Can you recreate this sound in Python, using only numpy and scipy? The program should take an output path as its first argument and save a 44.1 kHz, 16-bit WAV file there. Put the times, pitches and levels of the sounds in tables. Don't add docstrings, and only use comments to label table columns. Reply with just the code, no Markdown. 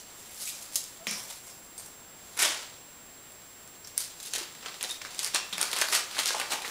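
import sys
import numpy as np
from scipy import signal
from scipy.fft import rfft, irfft
from scipy.io import wavfile
from scipy.ndimage import uniform_filter1d

SR = 44100
rng = np.random.default_rng(int(sys.argv[2]) if len(sys.argv) > 2 else 0)


def ratio(d):
    e = np.asarray(d, float) / 20
    return 10 ** e


def master(y):
    cut = np.clip(np.atleast_2d(y).T, -1, 1)
    pcm = np.round(cut * 32767)
    wavfile.write(sys.argv[1], SR, pcm.astype(np.int16))


N = 295470

# (time [s], relative level [dB], low ring [Hz],
# treble balance re level [dB], flap balance re level [dB])
CREASE_SNAPS = [(0.3454, -30, 5520, -15, -27), (0.4289, -21, 5600, -23, -33), (0.7344, -30, 6650, -10, -36),
                (0.7569, -5, 5850, -8, -39), (0.7678, -15, 6710, -14, -33), (1.0696, -11, 2370, -36, -14),
                (1.09, -22, 5490, -15, -32), (1.1114, -21, 5500, 2, -32), (1.3015, -25.5, 3600, -1, -30),
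                (1.7797, -32, 4600, 3, -30), (1.797, -32, 7140, -17, -26), (1.86, -32, 7180, 0, -25),
                (2.37, -29, 2110, 3, -20), (2.3748, -26, 1990, 4, -6), (2.392, -16, 4850, -4, -22),
                (2.422, -14, 4850, 3, -30), (2.428, -13, 2090, 5.5, -15), (3.304, -41, 2590, -5, -16),
                (3.3204, -40, 6850, 2, -15), (3.676, -40.5, 6850, 4, -24), (3.8472, -31, 5570, -28, -28),
                (3.8731, -19.5, 6750, -29, -36), (3.9786, -5, 6500, -2, -39), (4.0045, -11, 7120, -18, -42),
                (4.201, -21.5, 6470, -20, -27), (4.2294, -19.5, 6000, -8, -31), (4.261, -19, 6350, -6, -38),
                (4.271, -27, 7000, 0, -30), (4.3361, -9.5, 5850, -12, -32), (4.352, -8, 6680, -19, -16.5),
                (4.36, -10.5, 4100, -16, -26), (4.3828, -12, 6800, -9, -27), (4.5512, -30, 3440, -19, -27),
                (4.6604, -15.5, 3130, -29, -35), (4.6714, -30, 3120, -26, -12),
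                (4.6832, -18, 4000, -29, -29), (4.7424, -21, 3900, -26, -26), (4.81, -15, 3600, -26, -32),
                (4.8284, -19, 2340, 5, -41), (4.8396, -9.5, 4800, -20, -21),
                (4.8466, -13.5, 3600, -19, -2.5), (4.894, -14, 6000, -16, -16),
                (4.9101, -12, 5850, -10, -49), (4.924, -22, 4120, -10, -31), (5.0164, -19, 2450, -27, -28),
                (5.0499, -21.5, 1600, -16, -7), (5.106, -27, 3880, -14, -22), (5.1224, -28, 4870, -15, -19),
                (5.1475, -28, 2470, -3, -27), (5.182, -25, 4150, -8, -17), (5.192, -6.5, 4800, -8, -40),
                (5.231, -15, 5040, -8, -30), (5.246, -9, 4850, -7, -32), (5.2634, -12, 6200, -9, -25),
                (5.2752, -15, 6600, -7, -35), (5.3374, -26, 3530, -15, -28), (5.3471, -3.5, 3840, -6, -29),
                (5.5269, -15.5, 3800, -25, -7), (5.5324, -18.5, 3500, -7, -18),
                (5.5811, -14.5, 2330, -5, -30), (5.6137, -9.5, 3510, 0.5, -36),
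                (5.6286, -4.5, 5430, -9, -33), (5.715, -13.5, 4300, -7, -30),
                (5.7306, -8.5, 3670, -10, -19), (5.7637, -11, 4320, -7, -18), (5.7881, -19, 1970, 2, -19),
                (5.815, -3.5, 5100, -10, -16), (5.8218, -9, 1650, -23, -17), (5.8863, -19.5, 1740, -7, -23),
                (5.9266, -10.5, 1960, -14, -22), (5.9348, -11, 1940, -10, -8), (5.9503, -5, 6290, -7, -21),
                (5.962, -9, 6770, -18, -21), (6.1117, -23, 3580, -25, -25), (6.1678, -20.5, 1520, -17, -1),
                (6.1903, -3, 3900, -14, -29), (6.2582, -5.5, 4870, -9, -33), (6.277, -12, 5530, -4, -32),
                (6.2884, -12, 3500, -19, -28), (6.3062, -13, 3740, -12, -1), (6.3494, -18.5, 1530, -4, 1),
                (6.3987, -10.5, 4600, -11, -8), (6.415, -14, 2100, -13, -22), (6.621, -20, 3580, -10, -19),
                (6.6479, -16, 2000, -26, -1), (6.6784, -17, 3700, -14, -21)]


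def evened(x):
    return x / np.sqrt(np.mean(x ** 2) + 1e-20)


def read(points, hz):
    f, value = np.transpose(points)
    return np.interp(np.log(hz + 1), np.log(f + 1), value)


def add(mix, start_s, sound):
    part = mix[round(start_s * SR):][:len(sound)]
    part += sound[:len(part)]


def ring(hz, t60_s, phase_turns, rise_s=0.000071):
    t = np.arange(round(min(t60_s, .6) * SR) + 8) / SR
    envelope = ratio(-60 * t / t60_s) * (1 - np.exp(-t / rise_s))
    return envelope * np.sin(2 * np.pi * (hz * t + phase_turns))


def band(x, centre_hz, width_hz):
    edges_hz = np.clip([centre_hz - width_hz / 2, centre_hz + width_hz / 2], 50, 20000)
    return signal.sosfilt(signal.butter(2, edges_hz, "bandpass", fs=SR, output="sos"), x)


def resonate(x, hz, width_hz):
    turn = np.exp(2j * np.pi * hz * np.arange(len(x)) / SR)
    r = np.exp(-np.pi * width_hz / SR)
    return 2 * (turn * signal.lfilter([1 - r], [1, -r], x / turn)).real


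def movement(t):
    # (peak time [s], rise per 20 dB [s], fall per 20 dB [s],
    # relative peak level [dB], body centre [Hz], bass weight [dB])
    tug_table = [(0, .05, 0.063, -39.5, 5480, -16), (.43, 0.11, 0.28, -37.5, 5500, -8),
                 (.49, 0.13, 0.04, -33, 5330, -30), (.758, 0.034, 0.17, -35, 6300, -18),
                 (1.075, 0.013, 0.16, -40, 2790, -5.5), (1.13, 0.088, 0.25, -37, 5450, -6),
                 (1.33, 0.15, 0.095, -44.5, 4350, -10.5), (1.48, 0.08, 0.29, -49.5, 5560, -4),
                 (1.82, 0.12, .3, -51, 5000, -6.5), (2.376, 0.011, .1, -34.5, 3000, -1),
                 (2.394, .008, 0.24, -23.5, 4300, -6.5), (2.431, 0.046, 0.12, -19.5, 3780, -5.5),
                 (3.88, 0.092, 0.064, -53, 5360, -20), (3.98, .012, 0.18, -38, 6340, -23),
                 (4.01, 0.049, 0.12, -33.5, 5240, -20), (4.23, 0.066, 0.31, -39.5, 5070, -19),
                 (4.35, .04, 0.088, -32.5, 4370, -13.5), (4.4, 0.1, 0.11, -34, 3950, -7),
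                 (4.66, 0.14, 0.24, -41.5, 3200, -3), (4.78, .2, .15, -52.5, 4480, -17),
                 (4.83, 0.026, 0.17, -36.5, 3700, -6), (4.93, .3, 0.095, -40, 5520, -14),
                 (5.02, .02, .09, -39.5, 3230, -11), (5.055, .012, .15, -45.5, 2850, 3),
                 (5.19, .04, 0.24, -37, 4700, -13.5), (5.28, 0.2, 0.028, -32, 5170, -9.5),
                 (5.348, 0.011, .058, -21.5, 3860, -6), (5.53, .02, 0.22, -40, 3660, -4),
                 (5.582, .012, .15, -34.5, 3080, -1), (5.625, 0.052, 0.11, -27.5, 4200, -6),
                 (5.74, 0.12, 0.27, -37, 4080, -5), (5.82, 0.14, 0.061, -25, 4300, -3),
                 (5.928, .012, 0.13, -23.5, 3730, -4.5), (5.97, 0.2, 0.058, -27, 4900, -8.5),
                 (6.12, 0.075, 0.34, -42.5, 3320, -3), (6.172, 0.01, .1, -35, 4000, 7.5),
                 (6.192, 0.018, 0.04, -22, 4230, -5), (6.29, 0.22, 0.21, -27.5, 4030, -11),
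                 (6.36, 0.044, 0.41, -45, 3000, 3), (6.43, 0.22, 0.076, -34, 3160, 0),
                 (6.508, .008, 0.11, -27, 4060, -8.5), (6.533, .06, 0.057, -29, 3820, 2.5),
                 (6.65, 0.063, .5, -36.5, 3020, -5)]
    # (time [s], relative idle level [dB], treble crispness [dB])
    sheet_table = [(0, -52, -10), (.22, -52.5, 6), (.47, -52, 2.5), (.62, -47.5, 4.5), (.8, -52, 4),
                   (1.04, -54, -3.5), (1.35, -64, 6), (1.85, -75, 7), (2.1, -58.5, -5), (2.33, -50.5, -0.5),
                   (2.65, -55.5, -18), (3.2, -59, -3), (3.8, -57.5, -3), (4.0, -52, -5), (4.5, -49.5, -12),
                   (5.1, -50.5, -27), (5.5, -44, -6.5), (5.95, -49, -4), (6.3, -50, -11.5),
                   (6.7, -53, -2.5)]
    swell_db = 20
    idle_body_hz, idle_weight_db = 4200, -8.5
    s, idle_db, crisp_db = np.transpose(sheet_table)
    peak_s, rise_s, fall_s, db, hz, heavy_db = np.transpose(tug_table)[:, :, None]
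    away = np.maximum((peak_s - t) / np.maximum(rise_s, .005), (t - peak_s) / np.maximum(fall_s, .005))
    tugs = ratio(db - swell_db * away) ** 2
    idle = ratio(np.interp(t, s, idle_db)) ** 2
    power = tugs.sum(0) + idle
    level_db = 10 * np.log10(power)
    body_hz = ((tugs * hz).sum(0) + idle * idle_body_hz) / power
    weight_db = ((tugs * heavy_db).sum(0) + idle * idle_weight_db) / power
    flap_hz = np.clip(1260 + 21 * (level_db + 30), 400, 1500)
    return level_db, body_hz, np.interp(t, s, crisp_db), weight_db, flap_hz


def crackles():
    crackles_per_s, spread_db = 8000, 2.1
    creases_per_s, crease_db = 80, 12
    clumps = ratio(2.0 * evened(uniform_filter1d(rng.standard_normal(N), 300)))
    size = ratio(spread_db * np.minimum(rng.exponential(1, N), 4)) * rng.standard_normal(N)
    grains = size * (rng.random(N) < crackles_per_s / SR)
    fine = evened(clumps * (grains + .3 * rng.standard_normal(N)))
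    creases = rng.standard_normal(N) * (rng.random(N) < creases_per_s / SR)
    return fine + ratio(crease_db) * creases


def rustle():
    run_on_db, run_on_share, run_on_t60_s = -24, 0.78, 0.057
    t = np.arange(N // 64 + 2) * 64 / SR
    level_db, *colour = movement(t)
    kicks = np.zeros(N)
    for s, db, *_ in CREASE_SNAPS:
        kicks[round(s * SR)] += ratio(run_on_db + run_on_share * db) ** 2
    run_on = signal.lfilter([1], [1, -ratio(-120 / run_on_t60_s / SR)], kicks)
    level = np.sqrt(ratio(np.interp(np.arange(N) / SR, t, level_db) - 5.5) ** 2 + run_on)

    hz, frames_s, z = signal.stft(level * crackles(), SR, nperseg=256, noverlap=192)
    body_hz, crisp_db, weight_db, flap_hz = (np.interp(frames_s, t, c) for c in colour)
    humps = [(flap_hz, 1, weight_db),  # (centre Hz, width octaves, dB)
             (body_hz, 1, 0 * frames_s),
             (8300, 0.85, crisp_db),
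             (400, 0.62, weight_db - 11.5)]
    power = 0
    for centre_hz, octaves, db in humps:
        hump = np.exp(-(np.log2((hz[:, None] + 1) / centre_hz) / octaves) ** 2) + 0 * frames_s
        power = power + ratio(db) ** 2 * hump / hump.mean(0)
    patches = rng.standard_normal((len(frames_s), len(hz))).T
    patches = evened(uniform_filter1d(uniform_filter1d(patches, 5, 0), 24, 1))
    patchy_db = 1.6
    coloured = z * np.sqrt(power) * ratio(patchy_db * patches)
    return signal.istft(coloured, SR, nperseg=256, noverlap=192)[1][:N]


def hiss():
    # (frequency [Hz], relative density [dB])
    hiss_table = [(15, -4), (40, -1), (200, 1.5), (600, -1), (2000, -4.5), (5000, -10), (11500, -11.5),
                  (13400, -14), (14500, -11.5), (15700, -11.5)]
    level_db = -52.5
    hz = np.fft.rfftfreq(N, 1 / SR)
    spectrum = rfft(rng.standard_normal(N)) * ratio(read(hiss_table, hz))
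    return ratio(level_db) * evened(irfft(spectrum, N))


def whine():
    # (frequency [Hz], level [dB])
    side_table = [(7882, -72), (11551, -72)]
    frames_per_s, whine_hz, whine_db, octave_db = 30, 7569.3, -51.5, -58.5
    chirr_hz, chirr_width_hz, chirr_db = 12050, 150, -68
    t = np.arange(N) / SR
    in_frame_s = (t + .001) % (1 / frames_per_s)
    phase = 2 * np.pi * whine_hz * in_frame_s
    tones = ratio(whine_db) * np.cos(phase) + ratio(octave_db) * np.cos(2 * phase)
    side_tones = sum(ratio(db) * np.sin(2 * np.pi * hz * t) for hz, db in side_table)
    opening = (in_frame_s > .002) & (in_frame_s < .012)
    chirr = opening * evened(band(rng.standard_normal(N), chirr_hz, chirr_width_hz))
    return tones + side_tones + ratio(chirr_db) * chirr


def faint_tones():
    # (start [s], end [s], start pitch [Hz], end pitch [Hz], level [dB], octave re tone [dB])
    squeak_table = [(.12, .33, 425, 418, -67, -30), (.99, 1.05, 620, 710, -54, -7)]
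    out = np.zeros(N)
    for start_s, end_s, from_hz, to_hz, db, octave_db in squeak_table:
        n = round((end_s - start_s) * SR)
        waver = 1 + .6 * evened(uniform_filter1d(rng.standard_normal(n), 900))
        phase = 2 * np.pi * np.cumsum(np.linspace(from_hz, to_hz, n)) / SR
        tone = np.sin(phase) + ratio(octave_db) * np.sin(2 * phase)
        add(out, start_s, ratio(db) * waver * signal.windows.tukey(n, .6) * tone)
    return out


def rasps():
    # (start [s], length [s], pitch [Hz], width of each resonance [Hz], starting level [dB])
    rasp_table = [(0.29, .05, 2200, 450, -56), (.47, 0.046, 2500, 580, -43.5),
                  (1.068, 0.14, 5480, 1100, -35.5), (1.067, 0.097, 2300, 780, -39.5),
                  (2.39, 0.096, 2210, 340, -35), (2.389, .035, 7300, 6900, -25),
                  (1.297, 0.024, 3550, 300, -44), (1.778, 0.054, 4570, 370, -54),
                  (1.779, 0.038, 8600, 1100, -41), (3.845, 0.015, 5400, 890, -41),
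                  (5.350, .12, 2690, 100, -39), (4.9, 0.037, 3700, 300, -33),
                  (5.349, 0.085, 5540, 300, -39), (5.354, 0.053, 1106, 280, -44),
                  (5.526, 0.03, 3550, 910, -32.5), (5.926, 0.033, 2000, 270, -37),
                  (6.345, .03, 800, 630, -29.5), (7.2, 0.029, 1990, 250, -40), (6.52, 0.14, 834, 210, -42),
                  (6.644, 0.0218, 1980, 560, -42)]
    out = np.zeros(N)
    grit = rng.standard_normal((len(rasp_table), SR // 4))
    for (s, length_s, hz, width_hz, db), noise in zip(rasp_table, grit):
        t = np.arange(round(length_s * SR)) / SR
        tone = evened(resonate(resonate(noise, hz, width_hz), hz, width_hz))[-len(t):]
        add(out, s, ratio(db - 12 * t / length_s) * signal.windows.tukey(len(t), .15) * tone)
    return out


def snaps():
    out, count = np.zeros(N), len(CREASE_SNAPS)
    chance = rng.random((count, 4))
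    spray = rng.standard_normal((count, 256)) * ratio(-60 * np.arange(256) / SR / 0.006)
    slaps = rng.standard_normal((count, 768)) * ratio(-60 * np.arange(768) / SR / 0.0093)
    for (s, db, low_hz, high_db, flap_db), luck, puff, slap in zip(CREASE_SNAPS, chance, spray, slaps):
        add(out, s, ratio(db - 1.0) * ring(low_hz, 8 / low_hz, luck[0], rise_s=0.0001))
        add(out, s, ratio(db + high_db + 6) * ring(8300 + 2500 * luck[3], .002, luck[1]))
        add(out, s, ratio(db + high_db - 7) * band(puff, 9400, 8900))
        add(out, s, ratio(db + flap_db + 1.0) * band(slap, 700 + 900 * luck[2], 1200))
    return out


def thuds():
    # (time [s], level [dB], pitch [Hz], t60 [s])
    thud_table = [(1.076, -34, 198, 0.12), (1.110, -36, 200, 0.11), (4.375, -41, 440, 0.053),
                  (4.410, -37.5, 363, 0.061), (5.342, -36, 380, .05), (5.528, -38, 179, .1)]
    out = np.zeros(N)
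    for s, db, hz, t60_s in thud_table:
        add(out, s, ratio(db) * ring(hz, t60_s, 0, rise_s=0.00093))
    return out


def hallway(x):
    # (frequency [Hz], t60 [s])
    decay_table = [(300, 0.45), (1300, 0.49), (3500, 0.43), (9000, 0.28), (15000, 0.11)]
    taps = np.zeros((3, SR // 2))
    slots = np.arange(80, SR // 2 - 12, 12)
    at = slots + rng.integers(0, 12, (3, len(slots)))
    np.put_along_axis(taps, at, rng.choice([-1., 1.], at.shape), 1)
    hz, t, z = signal.stft(taps, SR, nperseg=128)
    t60_s = np.clip(read(decay_table, hz), .05, 2)[:, None]
    tails = signal.istft(z * ratio(-60 * t / t60_s), SR, nperseg=128)[1]
    turn = np.pi * (7 * np.arange(N) / SR + np.arange(3)[:, None] / 3)
    feeds = np.sqrt(2 / 3) * np.cos(turn) * x
    return signal.oaconvolve(feeds, tails / np.linalg.norm(tails[0]), axes=1)[:, :N].sum(0)


def scene():
    hall_db = -7
    near = rustle() + faint_tones() + rasps() + snaps() + thuds()
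    capsule = signal.butter(2, [194, 12860], "bandpass", fs=SR, output="sos")
    heard = signal.sosfilt(capsule, near + ratio(hall_db) * hallway(near))
    return np.tile(heard + hiss() + whine(), (2, 1))


def band_limit(x):
    return signal.sosfilt(signal.butter(12, 16650, fs=SR, output="sos"), x)


def record(dry):
    edge_hz = 15730
    lowpass = signal.firwin(2047, edge_hz, window=("kaiser", 9), fs=SR)
    mix = signal.oaconvolve(dry, lowpass[None], "same")
    return band_limit(mix)


dry = scene()
out = record(dry)
master(out)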